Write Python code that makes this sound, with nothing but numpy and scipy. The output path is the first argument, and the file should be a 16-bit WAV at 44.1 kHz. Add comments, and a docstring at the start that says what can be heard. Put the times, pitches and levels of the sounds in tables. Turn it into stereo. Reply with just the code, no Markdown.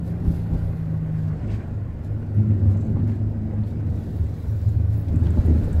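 """Tram wheels roll along a street, heard in stereo from inside the car.
The wheels are noise and wavering modes: a throbbing drone that surges on rippled rail, a body boom and shake
at bumps, rumble, rush and roar; struck modes knock at gaps. A gear tone sinks in pitch and fades.
Farther back, filtered noise hisses as steel slides on steel, high harmonics and two narrow noise bursts
squeak thinly, and other short noise bursts tick, snap and rattle as loose fittings."""
import sys
import numpy as np
from scipy import signal
from scipy.fft import rfft, irfft
from scipy.io import wavfile
from scipy.ndimage import uniform_filter1d

SR = 44100
rng = np.random.default_rng(int(sys.argv[2]) if len(sys.argv) > 2 else 0)


def transcribe(signal):
    """Save signal, clipped to [-1, 1], as a 16-bit WAV file at the path in sys.argv[1]."""
    frames = np.atleast_2d(signal).T
    limited = np.clip(frames, -1, 1)
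    pcm = np.round(limited * 32767).astype(np.int16)
    wavfile.write(sys.argv[1], SR, pcm)


N = 255780
TIME = np.arange(N) / SR  # seconds

# Likeness of the left and right microphones. Each row: frequency in Hz, correlation from -1 to 1.
LIKENESS = [(30, 1), (70, 0.8), (140, 0.98), (250, 0.92), (500, 0.62), (850, 0.16), (1250, -0.34),
            (1900, 0.1), (3000, -0.17), (15000, -0.09)]
# Lean of the stereo picture. Each row: frequency in Hz, left minus right in dB.
LEAN = [(30, -2.5), (70, -0.5), (130, -1.3), (280, 2), (600, 3), (1000, 2.5), (1600, -0.5), (2400, 4),
        (4000, 1), (8000, -7), (15000, 0.5)]
EDGE_HZ = 15750  # upper band limit of the recorder

# Ticks of small loose fittings. Each row: start in seconds, level in dB before a common trim, ring in Hz.
TICKS = [(1.281, -56, 5770), (1.3955, -63, 5500), (2.119, -66, 11000), (2.198, -61.5, 10500),
         (2.347, -60.5, 10500), (2.365, -61, 10500), (2.718, -58, 11000), (2.774, -52, 7000),
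         (2.811, -53, 6940), (2.85, -55, 6960), (3.297, -65, 13300), (3.5367, -60, 6940),
         (3.636, -51, 3980), (3.889, -63, 12000), (4.035, -55, 7300), (4.2678, -56, 7300),
         (4.6915, -50, 7450), (5.1595, -48, 7560), (5.193, -55, 7700), (5.2352, -54, 7600),
         (5.306, -48.5, 7740), (5.461, -47.5, 10800), (5.6442, -47, 8200), (5.7294, -41.5, 7750)]
# Snaps of the window frames as the body twists. Each row: start in seconds, level in dB, centre in Hz.
SNAPS = [(2.0478, -53.5, 6500), (3.0772, -53, 8000), (4.616, -52, 4000), (5.084, -44, 3400),
         (5.088, -49, 3400), (5.2395, -45, 2200), (5.257, -46, 2800), (5.2692, -39.5, 2100)]
# Rattles and knocks of loose panels, and two brief narrow squeaks (4.47, 4.61). Each row: start in seconds,
# level in dB before a common trim, length in seconds (the swell peaks at half of it), centre in Hz,
# spread in octaves.
RATTLES_AND_SQUEAKS = [(1.192, -64, 0.026, 2500, 1.1), (1.477, -45.5, 0.061, 2180, 0.55),
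                       (1.501, -50, .026, 3200, .8), (1.589, -49, 0.041, 1500, 0.78),
                       (2.033, -58, .03, 3000, 1.3), (2.219, -46, 0.0057, 804, 0.8),
                       (2.496, -53, 0.034, 1900, 0.63), (2.657, -46, 0.054, 950, 1.1),
                       (2.955, -39, 0.028, 920, 0.48), (2.965, -54, 0.033, 1790, 1),
                       (3.06, -45, 0.06, 1250, 0.94), (3.63, -61, 0.039, 3900, 0.42),
                       (3.665, -63, .06, 3700, .5), (4.47, -63, .045, 5700, .08),
                       (4.61, -66, 0.043, 4820, .08), (4.91, -50, .005, 1500, .8),
                       (5.248, -61, 0.042, 2600, 0.55)]

# Squeak of steel on steel. Each row: harmonic number, level in dB.
SQUEAK_HARMONICS = [(7, -6), (8, 0), (9, -2), (10, 1), (11, -1)]
SQUEAK_HZ = 1423  # fundamental, itself unheard
# Squeaks. Each row: peak in seconds, length in seconds, level in dB.
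SQUEAKS = [(4.15, 0.037, -64.5), (4.3, .04, -73), (4.46, 0.08, -64), (4.67, 0.05, -65), (4.975, .04, -59)]
# Faint ringing of a wheel. Each row: peak in seconds, length in seconds, level in dB.
RINGS = [(3.27, 0.056, -77), (3.48, 0.077, -81), (3.78, .04, -77), (5.35, 0.12, -79)]

# Steady sliding of steel on steel. Each row: time in seconds, hiss in dB, fine fizz in dB.
SLIDE = [(0, -69, -71), (.22, -66, -74), (.6, -62, -63.5), (1.05, -66, -70.5), (1.45, -63, -74),
         (1.85, -68, -74), (2.75, -64, -71.5), (3.0, -66.5, -73), (3.5, -67.5, -74), (3.84, -66, -72),
         (3.96, -60.5, -65.5), (4.7, -60, -66), (4.85, -65, -68), (5.4, -57, -62.5), (5.78, -57.5, -61)]
# Brief rubs of a wheel on the rail. Each row: peak in seconds, length in seconds, hiss in dB, fizz in dB.
RUBS = [(.08, 0.043, -60, -61), (.32, 0.068, -57.5, -58), (.57, .05, -61.5, -76), (1.21, 0.056, -63, -68),
        (1.533, 0.034, -56.5, -69), (2.06, 0.018, -63, -68), (2.72, 0.023, -62.5, -65),
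        (3.115, .035, -61.5, -70.5), (3.685, 0.031, -62.5, -66), (4.93, .03, -58.5, -62.5)]
# Scrapes of a wheel flange. Each row: peak in seconds, length in seconds, level in dB.
SCRAPES = [(2.73, 0.056, -68.5), (2.815, 0.02, -65), (2.868, 0.015, -70)]
# Colours of the sliding layers. Each row: frequency in Hz, relative density in dB per Hz.
HISS_COLOUR = [(1200, -24.5), (2500, -4.5), (3700, 2.5), (4800, 0.5), (6000, -4), (7900, -3), (9200, -11),
               (15000, -34.5)]
FIZZ_COLOUR = [(3000, -28), (6500, -7.5), (9300, 1), (11500, 2.5), (13500, 1), (15700, -5)]
SCRAPE_COLOUR = [(3500, -28), (5600, -0.5), (6400, 3), (8100, 1), (9300, -16.5), (13000, -31)]

# Pitch of the meshing gear teeth. Each row: time in seconds, pitch in Hz.
GEAR_PITCH = [(0, 171.5), (.3, 167.5), (.75, 160.8), (1.0, 158.6), (1.6, 152.5)]
# Load on the gears. Each row: time in seconds, level in dB.
GEAR_LEVEL = [(0, -33), (.04, -32.5), (.3, -29.5), (.74, -31.5), (.9, -26.5), (1.3, -25), (1.42, -39.5),
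              (1.65, -44)]
# Whine of the other gears. Each row: time in seconds, level in dB.
WHINE_LEVEL = [(0, -62), (.6, -60), (.85, -63), (1.15, -59.5), (1.38, -54), (1.5, -63), (1.9, -72)]
# Other gears turning with the mesh. Each row: ratio to the mesh pitch, level in dB.
GEAR_ORDERS = [(3, -2), (4.82, 0)]

# Roar of the wheel treads. Each row: time in seconds, level in dB.
ROAR = [(0, -51.5), (.35, -48), (.9, -50.5), (1.55, -47.5), (1.75, -51.5), (2.3, -52), (2.6, -51.5),
        (3.08, -51.5), (3.28, -54.5), (3.65, -51.5), (4.3, -52.5), (5.02, -51.5), (5.35, -45.5),
        (5.78, -48)]
# Colours of the rolling layers and the body shake. Each row: frequency in Hz, relative density in dB per Hz.
ROAR_COLOUR = [(300, -29.5), (600, 1.5), (850, 1), (1120, 1), (1250, -0.5), (1480, 1.5), (1720, -3),
               (1930, -4), (2100, -7.5), (2350, -9.5), (2900, -13.5), (5000, -39)]
RUSH_COLOUR = [(110, -21), (160, 5.5), (190, 2), (232, 8), (295, 0), (340, -3.5), (440, 0), (540, 1),
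               (700, -5.5), (850, -11.5), (1100, -21), (2500, -55)]
RUMBLE_COLOUR = [(60, -30), (100, 5), (128, 5), (157, 7), (190, 0), (232, 2.5), (262, -3), (295, -1.5),
                 (335, -8.5), (375, -6.5), (420, -12), (520, -33), (1100, -46.5), (3000, -80)]
SHAKE_COLOUR = [(10, -22.5), (23, 0), (31, -16), (41, -8), (51, 0.5), (63, -5.5), (80, -19.5), (160, -75.5)]

# Knocks of the wheels at gaps in the rail. Each row: start in seconds, thud in dB, clack in dB.
KNOCKS = [(0.502, -35, -57), (0.552, -35, -47), (2.146, -47, -51), (2.397, -51, -44), (2.619, -42, -45.5),
          (2.756, -31.5, -48), (2.965, -35, -43.5), (3.532, -61, -42), (3.812, -51, -59), (4.367, -37, -56),
          (5.081, -32, -48), (5.134, -24, -53), (5.186, -43, -49), (5.221, -26.5, -44), (5.248, -34, -50),
          (5.265, -40, -45), (5.372, -24, -35.5), (5.479, -21.5, -41), (5.504, -23, -51.5),
          (5.557, -25.5, -42), (5.631, -34, -50), (5.671, -32, -40)]
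# Modes a knock rings: floor (thud), running gear (clack). Each row: pitch in Hz, level in dB,
# 60 dB decay in seconds.
THUD_MODES = [(170, -1.5, 0.12), (240, 5, 0.066), (308, 0.5, 0.072), (375, -1.5, 0.026)]
CLACK_MODES = [(495, -1, 0.045), (568, -1, 0.088), (670, -6, 0.024), (830, -6, 0.068), (1240, -11, 0.023)]

# Roughness of the rail under the wheels. Each row: time in seconds, dB above smooth rail.
TRACK = [(0, 4.5), (1.55, 0.5), (1.8, -1.5), (2.2, 2.5), (2.48, 9.5), (3.05, 7.5), (3.3, 3.5), (3.6, 6.5),
         (4.1, 5.5), (4.45, 0.5), (5.03, 2), (5.2, 9), (5.55, 11.5), (5.78, 5)]
# Bumps at dips and joints in the rail. Each row: peak in seconds, length in seconds, body shake in dB,
# floor boom in dB, rumble in dB, rush in dB.
BUMPS = [(.275, 0.034, -22, -24.5, -24.5, -52), (.54, 0.027, -26, -31.5, -26.5, -36),
         (.65, 0.038, -30.5, -26.5, -47, -40), (1.35, 0.27, -41, -36, -46, -55),
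         (1.53, 0.16, -48, -49, -34.5, -43.5), (2.67, 0.033, -43.5, -22, -31.5, -41),
         (2.96, 0.077, -36, -31, -29.5, -49), (3.91, 0.057, -37, -26.5, -31, -50),
         (4.22, 0.039, -35, -21.5, -40, -63), (4.48, 0.022, -52, -19.5, -52, -57),
         (4.76, 0.19, -46, -24.5, -36.5, -64), (5.118, 0.032, -40, -20.5, -35.5, -45),
         (5.26, 0.12, -33, -18.5, -26.5, -53), (5.394, 0.0061, -16, -10, -39, -43),
         (5.51, 0.068, -29, -17.5, -27, -40), (5.65, 0.048, -24, -38, -33, -40),
         (5.78, 0.033, -41, -15.5, -34, -37)]
# How each layer follows the track: level on smooth rail in dB, dB per dB of roughness.
SHAKE_LAW, BOOM_LAW = (-37.5, -.2), (-36.5, .55)
RUMBLE_LAW, RUSH_LAW = (-37.3, .9), (-44.2, .36)
DRONE_LAW = (-31, .27)

# Patches of rippled rail. Each row: peak in seconds, length in seconds, drone in dB, growl in dB.
RIPPLES = [(2.395, 0.023, -15.5, -26), (2.505, 0.033, -15.5, -25.5), (2.68, 0.047, -14.5, -29),
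           (2.86, 0.16, -24, -33), (3.0, 0.085, -22.5, -32), (3.25, 0.053, -25.5, -36),
           (3.44, 0.071, -32, -32.5), (3.59, 0.046, -23.5, -29.5), (3.86, 0.11, -47, -38),
           (4.52, 0.036, -22.5, -47), (4.68, 0.017, -18, -54), (4.77, 0.011, -20, -50),
           (4.9, 0.072, -21.5, -60), (5.23, 0.018, -26.5, -51), (5.65, 0.092, -37, -39)]
# Drone of the wheels. Each row: time in seconds, pitch in Hz.
DRONE_PITCH = [(0, 105.5), (2.2, 106), (2.5, 100.5), (2.72, 104), (3.3, 105.5), (3.45, 101.5), (3.62, 104),
               (4.5, 105.5)]
DRONE_WAVER = .015  # random swing of the pitch, as a fraction of it
GROWL_RATIO, OVERTONE_DB = 2.13, -13  # growl pitch over drone pitch; overtone level against the growl
BOOM_HZ = 81
# The drone throbs once in every turn of the wheels, which slow a little.
FIRST_THROB_S, WHEEL_TURNS_PER_S, SLOWING_PER_S2 = .14, 3.7, .13
THROB_DB = 5.8  # swing each way at zero roughness
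THROB_LOSS = 1  # the throb evens out on rough track: dB per dB of roughness


def gain_of(db):
    """Decibels to amplitude."""
    return np.exp(np.asarray(db, np.float32) * np.float32(np.log(10) / 20))


def evened(x):
    """Scales to rms 1."""
    return x / np.sqrt(np.mean(abs(x) ** 2) + 1e-30)


def curve(rows, column=1):
    """One column of a time table at every sample."""
    rows = np.array(rows)
    return np.interp(TIME, rows[:, 0], rows[:, column])


def read(points, hz):
    """Reads a spectrum on a log-frequency axis."""
    f, value = np.transpose(points)
    return np.interp(np.log(hz + 1), np.log(f + 1), value)


def add(mix, s, sound):
    """Mixes a stereo sound in at time s."""
    part = mix[:, round(s * SR):][:, :sound.shape[1]]
    part += sound[:, :part.shape[1]]


def noise():
    """Two channels of white noise."""
    return rng.standard_normal((2, N), dtype=np.float32)


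def drift(width_hz, size=2048):
    """Slow complex random motion of rms 1, weakening in rate above width_hz."""
    hz = np.fft.fftfreq(size, N / SR / size)
    z = rng.standard_normal(size) + 1j * rng.standard_normal(size)
    slow = evened(np.fft.ifft(z / (1 + (hz / width_hz) ** 4)))
    return np.interp(TIME, np.linspace(0, N / SR, size), slow).astype(np.complex64)


def turn(hz):
    """Unit phasor that follows a pitch."""
    cycles = np.cumsum(hz * np.ones(N)) / SR
    angle = (2 * np.pi * (cycles - np.floor(cycles))).astype(np.float32)
    return np.cos(angle) + 1j * np.sin(angle)


def swells(rows, column=2, release=1.38):
    """Amplitude of rounded swells (peak time, length, dB) that fade more slowly than they rise."""
    power = np.zeros(N)
    for row in rows:
        near = abs(TIME - row[0]) < 6 * row[1]
        u = (TIME[near] - row[0]) / row[1]
        u = np.where(u < 0, u, u / release)
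        power[near] += gain_of(row[column]) ** 2 / np.cosh(1.275 * u) ** 2
    return np.sqrt(power)


def jolted(law, column):
    """Amplitude of a layer shaken by the track's roughness and by each bump."""
    smooth_db, slope = law
    steady = gain_of(smooth_db + slope * curve(TRACK))
    return np.hypot(steady, swells(BUMPS, column=column))


def cabin(x, colour):
    """Colours two unrelated channels; the cabin makes bass alike at both ears and leaves treble diffuse."""
    hz = np.fft.rfftfreq(N, 1 / SR)
    a, b = rfft(x) * gain_of(read(colour, hz))
    same = np.clip(read(LIKENESS, hz), -1, 1)
    lean = gain_of(read(LEAN, hz) / 2)
    mid, side = a * np.sqrt(1 + same), b * np.sqrt(1 - same)
    return evened(irfft(np.array([(mid + side) * lean, (mid - side) / lean]), N))


def patchy(x, depth_db, size=(7, 3)):
    """Narrow resonances of the steel flare up and fade at random; size is in (frames, bins)."""
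    z = signal.stft(x, nperseg=1024, noverlap=512)[2]
    field = rng.standard_normal(z.shape[:0:-1])  # frames by bins
    field = uniform_filter1d(field, size[0], 0)
    field = evened(uniform_filter1d(field, size[1], 1))
    return signal.istft(z * gain_of(depth_db * field.T), nperseg=1024, noverlap=512)[1][:, :N]


def resonance(hz, width_hz, steadiness, side_db):
    """A randomly driven mode; steadiness 0-1 evens out its beating, side_db sets its left-right difference."""
    swing = drift(width_hz)
    swing = evened(swing / (abs(swing) + 0.15) ** np.clip(steadiness, 0, 1))
    side = gain_of(side_db) * drift(width_hz)
    return np.sqrt(2) * (np.array([swing + side, swing - side]) * turn(hz)).real


def burst(envelope, centre_hz, octaves):
    """A dense cluster of modes around one pitch, as noise shaped by an envelope."""
    size = len(envelope)
    hz = np.fft.rfftfreq(size, 1 / SR)
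    shape = 1 / (1 + (np.log2((hz + 1) / centre_hz) / octaves) ** 4)
    return envelope * evened(irfft(rfft(rng.standard_normal((2, size))) * shape, size))


def struck(modes, side_db, attack_s=.004, scatter=.04):
    """One blow on a set of decaying modes, a little different each time; rms 1 over its first 12.5 ms."""
    t = TIME[:SR // 5]
    ring = np.zeros((2, len(t)))
    for hz, db, t60 in modes:
        detune, phase, apart = rng.uniform(-1.09, 1, 3)
        ears = np.array([[1], [-1]]) * np.pi * apart * gain_of(side_db)  # opposite phase shifts
        decay = np.exp(-np.log(1000) * t / t60)
        angle = 2 * np.pi * hz * (1 + scatter * detune) * t + np.pi * phase + ears
        ring += gain_of(db) * decay * np.sin(angle)
    ring *= 1 - np.exp(-t / attack_s)
    return ring / np.sqrt(np.mean(ring[:, :SR // 80] ** 2))


def fittings():
    """Small parts tick once, frames snap, and panels chatter or squeak in a short, gritty swell."""
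    out, t = np.zeros((2, N)), TIME[:SR // 2]
    tick_trim_db, swell_trim_db = -2, -4.5
    tail = gain_of(-16) * np.exp(-t / .02)
    tick = np.exp(-t / .0022) + tail
    for s, db, hz in TICKS:
        add(out, s, gain_of(db + tick_trim_db) * burst(tick, hz, octaves=0.25))
    snap = np.exp(-t / .0012) + tail
    for s, db, hz in SNAPS:
        add(out, s, gain_of(db) * burst(snap, hz, octaves=1.0))
    for s, db, length, hz, octaves in RATTLES_AND_SQUEAKS:
        swell = 2 * t / length * np.exp(1 - 2 * t / length)
        grit = evened(gain_of(4 * drift(140).real[:len(t)]))
        add(out, s, gain_of(db + swell_trim_db) * burst(swell * grit, hz, octaves))
    return out


def squeal():
    """Steel sticks and slips in a thin, rasping squeak of high harmonics; a wheel rings faintly."""
    hz = SQUEAK_HZ * (1 + 0.0022 * drift(30).real)
    squeak = sum(gain_of(db) * resonance(k * hz, width_hz=45, steadiness=0.12, side_db=3.0)
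                 for k, db in SQUEAK_HARMONICS)
    rasp = 1 + .75 * evened(uniform_filter1d(noise(), size=40, axis=1))  # uneven slips blur every harmonic
    squeaks = swells(SQUEAKS) * gain_of(3.1 * drift(25).real) * evened(squeak * rasp)
    ring = resonance(4955, width_hz=45, steadiness=.2, side_db=2.0)
    return squeaks + swells(RINGS) * ring


def sliding(grains_per_s=260, grain_db=12):
    """Steel slips on steel: hiss and fizz with tiny crackles swell at each rub, and a flange scrape judders."""
    grains = (rng.random((2, N)) < grains_per_s / SR) * noise() * gain_of(grain_db)
    slip = patchy(noise(), depth_db=2.0) + grains
    bite = drift(40).real  # the contact grips unevenly
    hiss_level = np.hypot(gain_of(curve(SLIDE)), swells(RUBS))
    hiss = hiss_level * gain_of(1.2 * bite) * cabin(slip, HISS_COLOUR)
    fizz_level = np.hypot(gain_of(curve(SLIDE, column=2)), swells(RUBS, column=3))
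    fizz = fizz_level * gain_of(1.5 * bite) * cabin(slip[::-1], FIZZ_COLOUR)  # channels swapped
    scrape = swells(SCRAPES) * gain_of(3 * drift(60).real) * cabin(noise(), SCRAPE_COLOUR)
    return hiss + fizz + scrape


def gears(waver=.025):
    """Meshing teeth give a clean falling tone; other gears whine faintly above it."""
    hz = curve(GEAR_PITCH) * (1 + .0008 * drift(8).real)
    tone = np.sqrt(2) * (turn(hz) * (1 + waver * drift(12))).real
    mesh = tone * gain_of([[.4], [-.4]])  # slightly to the left
    whine = sum(gain_of(db) * resonance(ratio * hz, width_hz=7, steadiness=.3, side_db=-5)
                for ratio, db in GEAR_ORDERS)
    return gain_of(curve(GEAR_LEVEL)) * mesh + gain_of(curve(WHINE_LEVEL)) * whine


def rolling():
    """Rough wheel treads give a lumpy rumble, a hollow rush and, above them, a roar with small knocks in it."""
    rumble = jolted(RUMBLE_LAW, column=4) * gain_of(1.2 * drift(25).real) * cabin(noise(), RUMBLE_COLOUR)
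    rush = jolted(RUSH_LAW, column=5) * gain_of(1.6 * drift(25).real) * cabin(noise(), RUSH_COLOUR)
    knocks = (rng.random(N) < 90 / SR) * noise() * gain_of(13.5)  # about 90 a second
    tread = patchy(noise(), depth_db=2.0) + knocks
    roar = gain_of(curve(ROAR) + 1.3 * drift(25).real) * cabin(tread, ROAR_COLOUR)
    return rumble + rush + roar


def wheel_knocks():
    """Wheels strike gaps in the rail: the floor thuds and the running gear clacks."""
    out = np.zeros((2, N))
    for s, thud_db, clack_db in KNOCKS:
        thud = gain_of(thud_db) * struck(THUD_MODES, side_db=-16.0)
        clack = gain_of(clack_db) * struck(CLACK_MODES, side_db=-11.0)
        add(out, s, thud + clack)
    return out


def rippled_rail(drone_hz):
    """Ripples on the rail head make the wheels growl about an octave above the drone, wavering with it."""
    hz = GROWL_RATIO * drone_hz
    growl = resonance(hz, width_hz=9, steadiness=0.8, side_db=-17.5)
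    overtone = gain_of(OVERTONE_DB) * resonance(1.5 * hz, width_hz=15, steadiness=0.18, side_db=-6.5)
    return swells(RIPPLES, column=3) * (growl + overtone)


def car_body(drone_hz):
    """Uneven rail drives low floor and cabin modes; the drone throbs as wheels turn and surges over ripples."""
    t, rough = TIME - FIRST_THROB_S, curve(TRACK)
    turns = WHEEL_TURNS_PER_S * t - SLOWING_PER_S2 * t ** 2 / 2
    throb = np.maximum(THROB_DB - THROB_LOSS * rough, 0) * np.cos(2 * np.pi * turns)
    smooth_db, slope = DRONE_LAW
    drive = np.hypot(gain_of(smooth_db + slope * rough + throb), swells(RIPPLES, column=2))
    drone = drive * resonance(drone_hz, width_hz=4.5, steadiness=0.8, side_db=-21.5)
    boom_mode = resonance(BOOM_HZ, width_hz=6.9, steadiness=0.61, side_db=-15.0)
    boom = jolted(BOOM_LAW, column=3) * boom_mode
    shake = jolted(SHAKE_LAW, column=2) * cabin(noise(), SHAKE_COLOUR)
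    return drone + boom + shake


def scene():
    """Everything that reaches the microphones in the cabin."""
    drone_hz = curve(DRONE_PITCH) * (1 + DRONE_WAVER * drift(9.4).real)
    background = fittings() + squeal() + sliding() + gears()
    wheels = rolling() + wheel_knocks() + rippled_rail(drone_hz) + car_body(drone_hz)
    return background + wheels


def record(dry):
    """The recorder's band limit: a linear-phase low-pass."""
    lowpass = signal.firwin(511, EDGE_HZ, window=("kaiser", 9), fs=SR)
    return signal.oaconvolve(dry, lowpass[None], "same", axes=1)


dry = scene()
out = record(dry)
transcribe(out)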